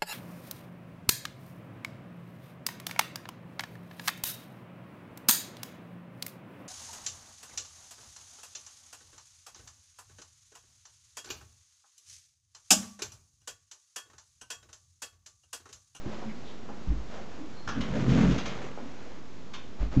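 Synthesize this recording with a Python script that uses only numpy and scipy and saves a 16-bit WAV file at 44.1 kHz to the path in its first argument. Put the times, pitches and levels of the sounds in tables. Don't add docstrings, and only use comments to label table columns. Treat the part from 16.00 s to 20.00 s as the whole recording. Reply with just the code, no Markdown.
import sys
import numpy as np
from scipy import signal
from scipy.fft import rfft, irfft
from scipy.io import wavfile
from scipy.ndimage import uniform_filter1d

SR = 44100
rng = np.random.default_rng(int(sys.argv[2]) if len(sys.argv) > 2 else 0)


def store_pcm(level_fs):
    pcm = np.round(np.clip(level_fs, -1, 1) * 32767).astype(np.int16)
    wavfile.write(sys.argv[1], SR, np.atleast_2d(pcm).T)


N = 176400
TIME = np.arange(N) / SR

# (frequency [Hz], relative density [dB])
ROOM_TONE_COLOUR = [(20, -24), (50, 0.5), (95, -3.5), (150, -2), (218, 2.5), (300, -3), (400, -5),
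                    (650, -10.5), (1000, -13), (1800, -18.5), (3500, -23), (7000, -28), (8500, -44)]
CLOTH_COLOUR = [(80, -7), (250, 1), (550, 7), (900, -1), (1500, -4.5), (2500, -10), (4000, -15),
                (7000, -21), (8500, -41)]
THUMP_COLOUR = [(30, -15), (70, -2), (140, 4), (270, 1), (420, -23), (1000, -23), (3000, -41.5),
                (8000, -68)]
TAP_COLOUR = [(100, -6), (350, 7), (600, 1), (850, 0.5), (1300, -9.5), (2500, -27), (8000, -73)]
SLAP_COLOUR = [(100, -2.5), (400, -6.5), (700, -7.5), (1100, -9), (1680, -2), (2000, -21.5), (2700, -16),
               (4500, -23), (6100, -16), (8500, -42.5)]
GRIT_COLOUR = [(60, -7.5), (250, 1), (500, 7.5), (800, -0.5), (1200, -1), (1700, -4), (2300, -6.5),
               (3500, -12), (5000, -18), (6800, -17.5), (8500, -37)]
CLACK_COLOUR = [(100, -8.5), (300, -1.5), (650, -3.5), (1000, 3), (2000, 0), (3200, 1.5), (4500, -6),
                (6500, -7), (8500, -27)]
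# (frequency [Hz], relative level [dB], t60 [s])
FRAME_MODES = [(56.7, -14, 0.58), (82.8, -13, .13), (131.9, -1.5, 0.2), (183, -4, 0.26), (215.5, .5, 0.2),
               (261.4, -1, 0.13), (303, -9.5, 0.13), (384, -17, .2), (445, -21, .18), (544, -23, 0.13)]
BOARD_MODES = [(53, 1, .36), (62.9, -6, 0.35), (87, -10, .2), (131.8, -4, 0.41)]
BACKREST_MODES = [(877, -8, .25), (1160, -9, .25), (1580, -11, .18), (1668, 1, .24), (2694, -11, 0.23)]
TABLE_MODES = [(86, -8.5, .25), (132.7, -4, 0.79), (206, -4, 0.14), (257.2, 2, 0.25), (287, -5, 0.085)]
# (start [s], length [s], level [dB])
BRUSH_STROKES = [(0.015, 0.34, -44), (0.4, 0.14, -53), (1.072, 0.23, -43.5), (1.262, 0.23, -49.5),
                 (3.778, 0.13, -43.5), (3.901, 0.14, -40.5)]
# (start [s], length [s], level [dB], centre [Hz], half-width [Hz])
NARROW_RUBS = [(0.064, 0.16, -40, 215, 8.3), (0.049, 0.072, -40, 370, 62), (0.229, 0.15, -38, 218.4, 4),
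               (0.278, 0.06, -49.5, 2130, 300), (0.426, 0.17, -55.5, 3500, 890),
               (.908, 0.03, -36.5, 308, 52), (1.363, 0.13, -39.5, 301, 27), (1.528, 0.21, -59.5, 4250, 150),
               (1.756, 0.047, -29, 267, 31), (1.926, 0.12, -37.5, 524, 90), (2.787, 0.16, -43, 261, 26)]
# (time [s], ring [dB], thump [dB], thump fade [s])
WOOD_KNOCKS = [(0.058, -36, -33.5, 0.031), (0.243, -36, -46.5, .04), (1.758, -27.5, -34, .025),
               (2.159, -15, -33, .015), (2.267, -25, -30, 0.0093), (2.817, -44, -47, 0.028)]
# (time [s], relative level [dB], fade [s])
SHOE_TAPS = [(.215, -34, 0.016), (.687, -33.5, 0.016), (1.195, -42, 0.02), (2.774, -26, 0.0041)]
# (time [s], push level [dB], push length [s], heel thump [dB])
HEAVY_STEPS = [(0.871, -31, 0.0061, -36.5), (.881, -18, 0.007, -34.5), (.901, -18, 0.0052, -38.5),
               (1.799, -28.5, 0.0088, -46), (3.802, -18, 0.0076, -42.5), (3.823, -17, 0.011, -34.5),
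               (3.926, -37, 0.0079, -40)]
# (time [s], relative level [dB], fade [s])
HAND_SLAPS = [(1.675, -23.5, .007), (1.686, -25.5, .011), (1.733, -48.5, .006)]
# (time [s], level [dB])
GROAN_LEVELS = [(1.745, -43), (1.765, -34), (1.79, -31), (1.84, -42), (1.91, -32), (1.99, -28.5),
                (2.06, -28.5), (2.09, -21.5), (2.19, -23), (2.28, -22), (2.37, -28.5), (2.42, -38),
                (2.6, -47), (2.75, -50)]
# (time [s], relative level [dB])
GRIT_LEVELS = [(1.72, -50), (1.83, -44), (1.92, -42), (1.97, -37), (2.05, -38.5), (2.21, -32.5),
               (2.3, -35.5), (2.43, -41), (2.65, -42), (2.73, -50.5), (2.9, -52.5), (3.2, -54)]
# (time [s], relative level [dB], fade [s])
JOINT_CLACKS = [(1.805, -28, 0.0094), (2.086, -34, 0.011), (2.099, -36.5, 0.036), (2.127, -44.5, 0.0056),
                (2.303, -36, 0.028), (2.378, -28, 0.012), (2.455, -28, 0.013), (3.534, -32.5, 0.013)]
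# (time [s], push level [dB])
TABLE_BUMPS = [(3.9648, -11), (3.9713, -3.5)]
# (frequency [Hz], t60 [s])
ROOM_DECAY = [(100, 0.38), (500, 0.16), (1500, 0.4), (3500, 0.46), (8000, 0.13)]

SLIPS_PER_S, SLIP_JITTER, SLIP_SPREAD_DB = 41, .22, .5
GRAINS_PER_S, GRAIN_SPREAD_DB = 9000, 1.5
GRIT_FADE_S, GRIT_STEADY, GRIT_TRIM_DB = .0064, 3.3, -.5
FRAME_RISE_S, THUMP_RISE_S = .0039, .005
CONTACT_DIRECT_DB, CONTACT_ROOM_DB, GROAN_ROOM_DB = -3.5, -5.5, -9


def amp(db):
    return 10 ** (np.asarray(db) / 20)


def unit(x):
    return x / np.sqrt(np.mean(x ** 2) + 1e-20)


def even_out(x, floor):
    return x / np.sqrt(abs(uniform_filter1d(x ** 2, size=3000)) + floor)


def read(points, hz):
    f, value = np.transpose(points)
    return np.interp(np.log(hz + 1), np.log(f + 1), value)


def level(points):
    return amp(np.interp(TIME, *np.transpose(points), left=-120, right=-120))


def swell(s, length, peak_share=.31):
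    return np.interp(TIME, [s, s + peak_share * length, s + length], [0, 1, 0])


def place(events):
    track = np.zeros(N)
    for s, sound in events:
        part = track[round(s * SR):][:len(sound)]
        part += sound[:len(part)]
    return track


def tint(x, colour):
    hz = np.fft.rfftfreq(len(x), 1 / SR)
    return unit(irfft(rfft(x) * amp(read(colour, hz)), len(x)))


def grains():
    size = amp(GRAIN_SPREAD_DB * np.minimum(rng.exponential(1, N), 4))
    return size * rng.standard_normal(N) * (rng.random(N) < GRAINS_PER_S / SR)


def ring(modes):
    t = TIME[:SR // 2]
    x = sum(amp(db - 60 * t / t60) * np.sin(2 * np.pi * hz * t) for hz, db, t60 in modes)
    return x / abs(x).max()


def padded(x, push_s):
    push = np.sin(np.pi * np.minimum(TIME[:SR // 20] / push_s, 1))
    return signal.fftconvolve(x, push / push.sum())


def burst(colour, db, fade_s, rise_s):
    t = TIME[:SR // 2]
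    envelope = np.minimum(t / rise_s, 1) * np.exp(-t / fade_s)
    return amp(db) * tint(rng.standard_normal(len(t)), colour) * envelope


def room_tone(start_db=-46, drift_db=.48, fall_db_per_s=.5):
    drift = np.interp(TIME, np.linspace(0, N / SR, 40), rng.standard_normal(40))
    gain = amp(start_db - drift_db * drift - fall_db_per_s * TIME)
    return gain * tint(rng.standard_normal(N), ROOM_TONE_COLOUR)


def brushes():
    gain = sum(amp(db) * swell(s, length) for s, length, db in BRUSH_STROKES)
    return gain * tint(grains(), CLOTH_COLOUR)


def rubs():
    hz, out = np.fft.rfftfreq(N, 1 / SR), np.zeros(N)
    for s, length, db, centre_hz, half_width_hz in NARROW_RUBS:
        resonance = 1 / (1 + ((hz - centre_hz) / half_width_hz) ** 2)
        rub = irfft(rfft(rng.standard_normal(N)) * resonance, N)
        out += amp(db) * swell(s, length) * even_out(rub, floor=1e-15)
    return out


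def frame_ring():
    x = ring(FRAME_MODES)
    return x * (1 - np.exp(-TIME[:len(x)] / FRAME_RISE_S))


def knocks():
    return place((s, amp(ring_db) * frame_ring() + burst(THUMP_COLOUR, thump_db, fade_s, THUMP_RISE_S))
                 for s, ring_db, thump_db, fade_s in WOOD_KNOCKS)


def shoe_taps():
    return place((s, burst(TAP_COLOUR, db, fade_s, rise_s=.0029)) for s, db, fade_s in SHOE_TAPS)


def footfalls():
    boards = place((s, amp(db) * padded(ring(BOARD_MODES), push_s)) for s, db, push_s, _ in HEAVY_STEPS)
    heels = place((s, burst(THUMP_COLOUR, heel_db, fade_s=.042, rise_s=THUMP_RISE_S))
                  for s, _, _, heel_db in HEAVY_STEPS)
    return boards + heels


def hand_on_backrest(ring_gain_db=-9):
    slaps = place((s, burst(SLAP_COLOUR, db, fade_s, rise_s=.0036)) for s, db, fade_s in HAND_SLAPS)
    wood = place((s, amp(db + ring_gain_db) * ring(BACKREST_MODES)) for s, db, _ in HAND_SLAPS)
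    return slaps + wood


def chair_drag():
    slips = np.zeros(N)
    for leg in range(2):
        gap, size = rng.standard_normal((400, 2)).T
        at = (np.cumsum(np.exp(SLIP_JITTER * gap)) / SLIPS_PER_S * SR).astype(int)
        slips[at[at < N]] += amp(SLIP_SPREAD_DB * size[at < N])
    shake = signal.fftconvolve(slips, frame_ring())[:N]
    groan = even_out(shake, floor=1e-9) * level(GROAN_LEVELS)
    grind = unit(signal.lfilter([1], [1, -np.exp(-1 / (GRIT_FADE_S * SR))], slips))
    grit = tint(grains() * (GRIT_STEADY + grind), GRIT_COLOUR) * level(GRIT_LEVELS)
    return groan, amp(GRIT_TRIM_DB) * grit


def joint_clacks():
    return place((s, burst(CLACK_COLOUR, db, fade_s, rise_s=.0069)) for s, db, fade_s in JOINT_CLACKS)


def table_bumps():
    boom = padded(ring(TABLE_MODES), push_s=.0029)
    return place((s, amp(db) * boom) for s, db in TABLE_BUMPS)


def room(x, delay_s=.004):
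    noise = rng.standard_normal(SR // 2) * (TIME[:SR // 2] > delay_s)
    hz, t, bands = signal.stft(noise, SR, nperseg=256)
    decay = amp(-60 * t / read(ROOM_DECAY, hz)[:, None])
    tail = signal.istft(bands * decay, SR, nperseg=256)[1]
    return signal.fftconvolve(x, tail / np.linalg.norm(tail))[:N]


def moving_room(x, cycle_hz=2.3):
    turn = 2 * np.pi * cycle_hz * TIME
    return sum(room(x * np.maximum(np.cos(turn - k * np.pi / 2), 0)) for k in range(4))


def scene():
    groan, grit = chair_drag()
    contacts = hand_on_backrest() + joint_clacks() + shoe_taps()
    reflections = moving_room(amp(GROAN_ROOM_DB) * groan + amp(CONTACT_ROOM_DB) * contacts)
    friction = grit + brushes() + rubs()
    low_wood = groan + footfalls() + knocks() + table_bumps()
    return (low_wood + amp(CONTACT_DIRECT_DB) * contacts + reflections + friction + room_tone())[None]


def record(dry):
    cutoff_hz, dc_offset = 8750, .021
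    lowpass = signal.firwin(401, cutoff_hz, window=("kaiser", 9), fs=SR)
    return dc_offset + signal.oaconvolve(dry, lowpass[None], "same")


dry = scene()
out = record(dry)
store_pcm(out)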